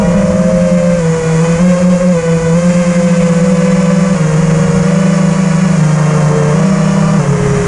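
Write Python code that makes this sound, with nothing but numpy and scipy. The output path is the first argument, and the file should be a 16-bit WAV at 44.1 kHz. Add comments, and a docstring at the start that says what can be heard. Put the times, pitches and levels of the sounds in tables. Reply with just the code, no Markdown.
"""Outdoors among trees, riding with the camera on the frame of a small quadcopter in flight.
The throttle moves in steps; four motors at slightly different speeds shake the frame and beat against
each other. Their three-bladed propellers chop the air into low tones and a rasping buzz, and the magnets
add a thin whine. Wind rumbles on the microphone underneath, and the blade tips hiss on top."""
import sys
import numpy as np
from scipy import signal
from scipy.fft import rfft, irfft, next_fast_len
from scipy.io import wavfile
from scipy.ndimage import uniform_filter1d, minimum_filter1d, map_coordinates

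SR = 44100
rng = np.random.default_rng(int(sys.argv[2]) if len(sys.argv) > 2 else 0)


def int16_out(signal):
    """Quantize to a 16-bit WAV file."""
    q = np.round(np.clip(np.atleast_2d(signal).T, -1, 1) * 32767)
    wavfile.write(sys.argv[1], SR, q.astype(np.int16))


N = 338247


def amp(db):
    """Decibels to gain."""
    return np.exp(np.asarray(db) * np.log(10) / 20)


def unit(x):
    """Scale to rms 1."""
    return x / np.sqrt(np.mean(x ** 2) + 1e-20)


def curves(rows):
    """One automation curve for each column after the time."""
    times, *columns = np.transpose(rows)
    return [np.interp(np.arange(N) / SR, times, column) for column in columns]


def wobble(rate):
    """Smooth random modulation, rate knots a second."""
    coarse = np.linspace(0, N, num=8192)
    knots = rng.standard_normal(8192)
    return np.interp(np.arange(N), coarse, map_coordinates(knots, [coarse * rate / SR], mode="wrap"))


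def filtered(x, response):
    """Filter x by a gain given as a function of frequency."""
    size = next_fast_len(N + SR // 2)
    return irfft(rfft(x, size) * response(np.fft.rfftfreq(size, 1 / SR)), size)[:N]


def eq(x, points):
    """Shape x with an EQ curve of (frequency [Hz], gain [dB]) points."""
    freqs, db = np.transpose(points)
    return filtered(x, lambda hz: amp(np.interp(np.log(hz + 1), np.log(freqs), db)))


def noise(spectrum):
    """Noise of rms 1, coloured by an EQ curve."""
    return unit(eq(rng.standard_normal(N), spectrum))


def tone(angle):
    """A sinusoid of rms 1."""
    return np.sqrt(2) * np.cos(angle)


def overtones(angle, orders, smear, flutter_db):
    """Fluttering harmonics of one shaft, blurred by turbulence, the high ones most."""
    angle = angle + smear * wobble(110)
    return sum(amp(db + flutter_db * wobble(35)) * tone(round(k) * angle + rng.uniform(0, 2 * np.pi))
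               for k, db in orders)


def chopped_noise(spectrum, angles, blade_db, turn_db, gust_db):
    """Turbulence that pulses with every blade, every turn of the first shaft and every gust."""
    passes = unit(sum(np.cos(3 * angle) for angle in angles))
    swell_db = blade_db * passes + turn_db * tone(angles[0]) + gust_db * wobble(35)
    return unit(amp(swell_db) * noise(spectrum))


# Throttle moves, each held until the next: (time [s], first motor's speed [turns/s], drift [turns/s^2])
THROTTLE_MOVES = [(0, 175, -12), (.33, 172, 12), (.58, 175, -5), (.99, 163, -6), (1.4, 165.5, 8),
                  (1.585, 178.5, 2), (2.125, 165, -3), (2.54, 173, 10), (2.75, 175, -13), (3.3, 167.7, 0),
                  (4.145, 157.5, -17), (4.36, 159.7, -4), (4.86, 163.3, 8), (5.15, 163.3, -3),
                  (5.75, 154, -7), (6.53, 160.5, 0), (7.18, 142, -13)]
# Detune from the first motor that holds the attitude and sets the beat rate: (time [s], lead [turns/s])
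SECOND_DETUNE = [(0, 25.91), (.15, 24.75), (.6, 9.87), (1.35, 1.59), (1.5, 10.89), (1.65, 4.69),
                 (2.35, 4.07), (2.9, 10.55), (3.15, 15.75), (4, 21.99), (4.4, 21.45), (4.65, 24.61),
                 (5.3, 26.42), (5.8, 25.46), (6.55, 29.56), (7.05, 35.53), (7.67, 36.1)]
THIRD_DETUNE = [(0, 37), (.5, 37), (1, 18), (1.3, 12), (1.7, -9), (2.05, -8), (2.25, 8), (2.7, 5),
                (3.3, 21), (5, 35), (5.65, 30), (5.85, 50), (6.45, 51), (7.05, 41), (7.67, 46)]
FOURTH_DETUNE = [(0, -17), (.2, -9), (.42, 1), (6.45, 2), (7.1, 7), (7.67, 4)]

def motor_speeds(spool_s=.018):
    """Turns per second of four motors: the first glides after the throttle, the rest lead or trail it."""
    t = np.arange(N) / SR
    moves = np.array(THROTTLE_MOVES)
    start, target, drift = moves[np.searchsorted(moves[:, 0], t, side="right") - 1].T
    demand = target + drift * (t - start)
    lag = np.exp(-1 / (spool_s * SR))
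    first = demand[0] + signal.lfilter([1 - lag], [1, -lag], demand - demand[0])
    return [first] + [first + curves(lead)[0] for lead in (SECOND_DETUNE, THIRD_DETUNE, FOURTH_DETUNE)]


# Airflow through the propellers:
# (time [s], clean bite over wash [dB], shaft-angle churn [rad], body level [dB], hiss level [dB])
AIRFLOW = [(0, 1, 0.11, -23, -33.5), (.35, -4, 0.038, -27.5, -33), (.9, 1.5, .04, -28.5, -32.5),
           (1.08, 1.5, 0.069, -27.5, -31.5), (1.47, 1, 0.06, -24.5, -29.5), (2.1, 0.5, 0.035, -28.5, -32),
           (2.45, 4.5, 0.034, -26, -31.5), (2.7, 0.5, .05, -27, -29.5), (4.05, 3, 0.056, -26, -31),
           (4.35, -3, .04, -25, -30.5), (5.7, 2, 0.049, -25.5, -30.5), (6.35, -1, .06, -21, -30.5),
           (6.7, -0.5, 0.061, -25, -31.5), (7.17, 3, .07, -21.5, -31), (7.3, -6, .075, -24, -32),
           (7.67, -9, 0.036, -24.5, -29)]

def propeller_bites(speeds):
    """How hard each propeller bites: load shifts to the second as it leads; the fourth works to catch up."""
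    bite_db = curves(AIRFLOW)[0]
    shift_db = 0.1778 * (speeds[1] - speeds[0])
    catch_up_db = 0.9 * np.maximum(speeds[0] - speeds[3], 0)
    trims_db = [2 - shift_db, -6.5 + shift_db, -6, -4.5 + catch_up_db]
    return amp([bite_db + trim for trim in trims_db])


# How the frame passes on the shake of the first two motors: (speed [turns/s], level [dB])
FIRST_SHAKE = [(136, -17), (149, -12), (155, -10), (162, -13), (168, -13), (174, -12), (180, -9.5)]
SECOND_SHAKE = [(162, -20.5), (172, -20), (182, -14.5), (187, -12), (196, -11.5), (203, -17)]

def frame_hum(speeds, angles, bites):
    """Unbalanced rotors shake the frame once a turn; rough air makes the hum ragged."""
    _, churn, _, hiss_db = curves(AIRFLOW)
    load = amp(0.69 * (hiss_db - hiss_db.mean()))  # the airflow loads the arms
    levels_db = [np.interp(speeds[0], *np.transpose(FIRST_SHAKE)),
                 np.interp(speeds[1], *np.transpose(SECOND_SHAKE)),
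                 curves(SECOND_THIRD_BLADE_LEVELS)[1] + 0.5,  # the third follows its blade tone
                 -27]  # the fourth is well balanced
    shakes = [load * amp(db + 1.8 * unit(churn) * wobble(25)) * tone(angle)
              for db, angle in zip(levels_db, angles)]
    # the mount gives more one way than the other, adding an octave on each beat of the first two motors
    octave = filtered((shakes[0] + shakes[1]) ** 2, lambda hz: hz > 250)
    # under load the first arm also flexes twice a turn
    flex = load ** 2 * bites[0] * amp(-41 + 3.1 * wobble(17)) * tone(2 * angles[0])
    return sum(shakes) + amp(-16.5) * octave + flex


# Fader ride on the first propeller's blade tone: (time [s], level [dB])
FIRST_BLADE_LEVEL = [(0, -19.5), (.68, -13), (1.4, -17), (2.2, -15.5), (3.6, -16), (4.2, -23), (4.8, -19),
                     (5.1, -23.5), (5.96, -30.5), (6.17, -20), (6.26, -26.5), (6.37, -13.5), (6.5, -18.5),
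                     (6.8, -29), (7.2, -25.5), (7.3, -18.5), (7.67, -15.5)]
# Fader rides on the next two: (time [s], second's level [dB], third's level [dB])
SECOND_THIRD_BLADE_LEVELS = [(0, -24, -25), (.3, -20.5, -21), (.45, -28, -20), (.95, -32, -21),
                             (1.1, -46, -38), (1.55, -33, -36), (1.66, -30, -23.5), (2.08, -23, -21),
                             (2.3, -32, -28.5), (2.9, -35, -45), (3.5, -24.5, -30), (4.05, -24, -31),
                             (4.3, -25, -35), (5, -23, -25.5), (5.55, -27.5, -32), (5.9, -28, -37),
                             (6.45, -21.5, -26), (6.7, -29.5, -24), (7.15, -27, -28), (7.35, -30, -30)]

def blade_tones(angles, bites):
    """Three blades a turn push a clean tone out of each propeller."""
    first, second, third = amp(curves(FIRST_BLADE_LEVEL) + curves(SECOND_THIRD_BLADE_LEVELS))
    fourth = amp(-14) * first * bites[3] / bites[0]
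    return sum(gain * amp(.7 * wobble(30)) * tone(3 * angle)
               for gain, angle in zip([first, second, third, fourth], angles))


# Harmonics of the blade slap: (multiple of the shaft rate, level [dB])
BUZZ_HARMONICS = [(4, -9.5), (5, -10), (7, -11.5), (8, -24.5), (9, -7.5), (10, -30), (11, -18), (12, -8),
                  (13, -13), (14, -13.5), (15, -10), (16, -24.5), (17, -22), (18, -11.5), (21, -10.5),
                  (24, -15.5), (27, -20)]
# EQ of the path from the propellers into the camera's case: (frequency [Hz], gain [dB])
CASE_EQ = [(300, 9.5), (750, -5), (900, -4.5), (1200, -2), (1350, -2.5), (1600, -3), (2200, -4.5),
           (2600, -5), (3100, -7.5), (3800, -16), (5000, -1)]
# Colour of the propeller wash: (frequency [Hz], level [dB])
WASH_SPECTRUM = [(100, -27), (250, -1.5), (330, 4), (450, 2.5), (630, 4), (780, -4.5), (1150, 2),
                 (1400, -4), (2000, -2), (2600, -13.5), (3200, -14), (3900, -36), (6000, -56), (11000, -62)]

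def blade_buzz(angles, bites, crossover_hz=1400):
    """Blades slap the air over the arms: a pitched buzz when they bite, a wash when the flow breaks up."""
    _, churn, body_db, hiss_db = curves(AIRFLOW)
    buzz = sum(bite * overtones(angle, BUZZ_HARMONICS, smear=churn, flutter_db=2.5)
               for bite, angle in zip(bites, angles))
    # the octave of the blade tone survives the churning air
    octave = sum(bite * amp(2 * wobble(30)) * tone(6 * angle) for bite, angle in zip(bites, angles))
    pitched = eq(amp(-1.5) * buzz + amp(-7.5) * octave, CASE_EQ)
    wash = chopped_noise(WASH_SPECTRUM, angles, blade_db=2.5, turn_db=0.5, gust_db=.5)
    air = (pitched + wash) / np.sqrt(1 + np.sum(bites ** 2, axis=0) / 2)  # the two share the power
    body = filtered(air, lambda hz: 1 / (1 + (hz / crossover_hz) ** 8))
    rasp = air - body
    return amp(body_db + 5) * body + amp(hiss_db + 7.5 + .7 * wobble(6.2)) * rasp


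# Magnets passing the stator teeth: (multiple of the shaft rate, level [dB])
WHINE_HARMONICS = [(28, 5), (36, -23), (40, -20), (42, -6.5)]
# Resonances of the motor bells: (centre [Hz], width [Hz], gain [dB])
BELL_RESONANCES = [(5385, 50, -4), (5900, 470, -2.5), (6800, 1000, -2)]

def magnet_whine(angles, trims_db=(0.5, -3, -8, -4.5)):
    """The magnets' thin whine swells with the hiss and flares where it crosses a motor bell's resonance."""
    def bells(hz):
        return sum((-1) ** k * amp(db) * 1j * hz * width / (centre ** 2 - hz ** 2 + 1j * hz * width)
                   for k, (centre, width, db) in enumerate(BELL_RESONANCES))

    hiss_db = curves(AIRFLOW)[3]
    whine = sum(amp(db) * overtones(angle, WHINE_HARMONICS, smear=0.014, flutter_db=1)
                for db, angle in zip(trims_db, angles))
    return amp(-35 + 2.2 * (hiss_db - hiss_db.mean())) * filtered(whine, bells)


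# Fader ride on the wind: (time [s], level [dB])
WIND_LEVEL = [(0, -23), (1.2, -30), (1.6, -31), (4.43, -34), (4.52, -27), (4.8, -22.5), (4.95, -37.5),
              (5.4, -34), (6.3, -31), (7.2, -32.5), (7.67, -24.5)]
# Colour of its rumble: (frequency [Hz], level [dB])
WIND_SPECTRUM = [(15, -11), (35, 4), (70, 0), (120, 1.5), (200, 3), (270, -20.5), (600, -47), (2000, -88)]

def wind_rumble(gust_db=2, gusts_per_s=9):
    """Wind buffets the microphone in quick, low gusts."""
    wind_db, = curves(WIND_LEVEL)
    return amp(wind_db + 4.5 + gust_db * wobble(gusts_per_s)) * noise(WIND_SPECTRUM)


# Colour of the air at the blade tips: (frequency [Hz], level [dB])
HISS_SPECTRUM = [(2120, -47), (3600, -12.5), (4200, -11), (6890, 0.5), (7750, -5.5), (9930, -10),
                 (10400, -15), (11000, -22), (14300, -53), (22000, -120)]

def tip_hiss(angles):
    """The blade tips cut the air with a bright, lightly pulsing hiss."""
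    hiss_db = curves(AIRFLOW)[3]
    hiss = chopped_noise(HISS_SPECTRUM, angles, blade_db=0.2, turn_db=-0.9, gust_db=0.3)
    return amp(hiss_db - 0.9) * hiss


def scene():
    """The mono mix: four shafts drive every layer but the wind."""
    speeds = motor_speeds()
    # the flight controller keeps nudging every shaft
    angles = [2 * np.pi * np.cumsum(speed) / SR + 0.073 * wobble(24) for speed in speeds]
    bites = propeller_bites(speeds)
    rotors = frame_hum(speeds, angles, bites) + blade_tones(angles, bites) + blade_buzz(angles, bites)
    return (rotors + magnet_whine(angles) + wind_rumble() + tip_hiss(angles))[None]


def record(dry):
    """The camera's limiter ducks the crests of the beats, and its band limit cuts off the top end."""
    ceiling, window_samples, top_hz = 0.91, 400, 10900
    needed = np.minimum(1, ceiling / (np.abs(dry[0]) + 1e-9))
    gain = uniform_filter1d(minimum_filter1d(needed, window_samples), window_samples)
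    return filtered(dry[0] * gain, lambda hz: hz < top_hz)[None]


dry = scene()
out = record(dry)
int16_out(out)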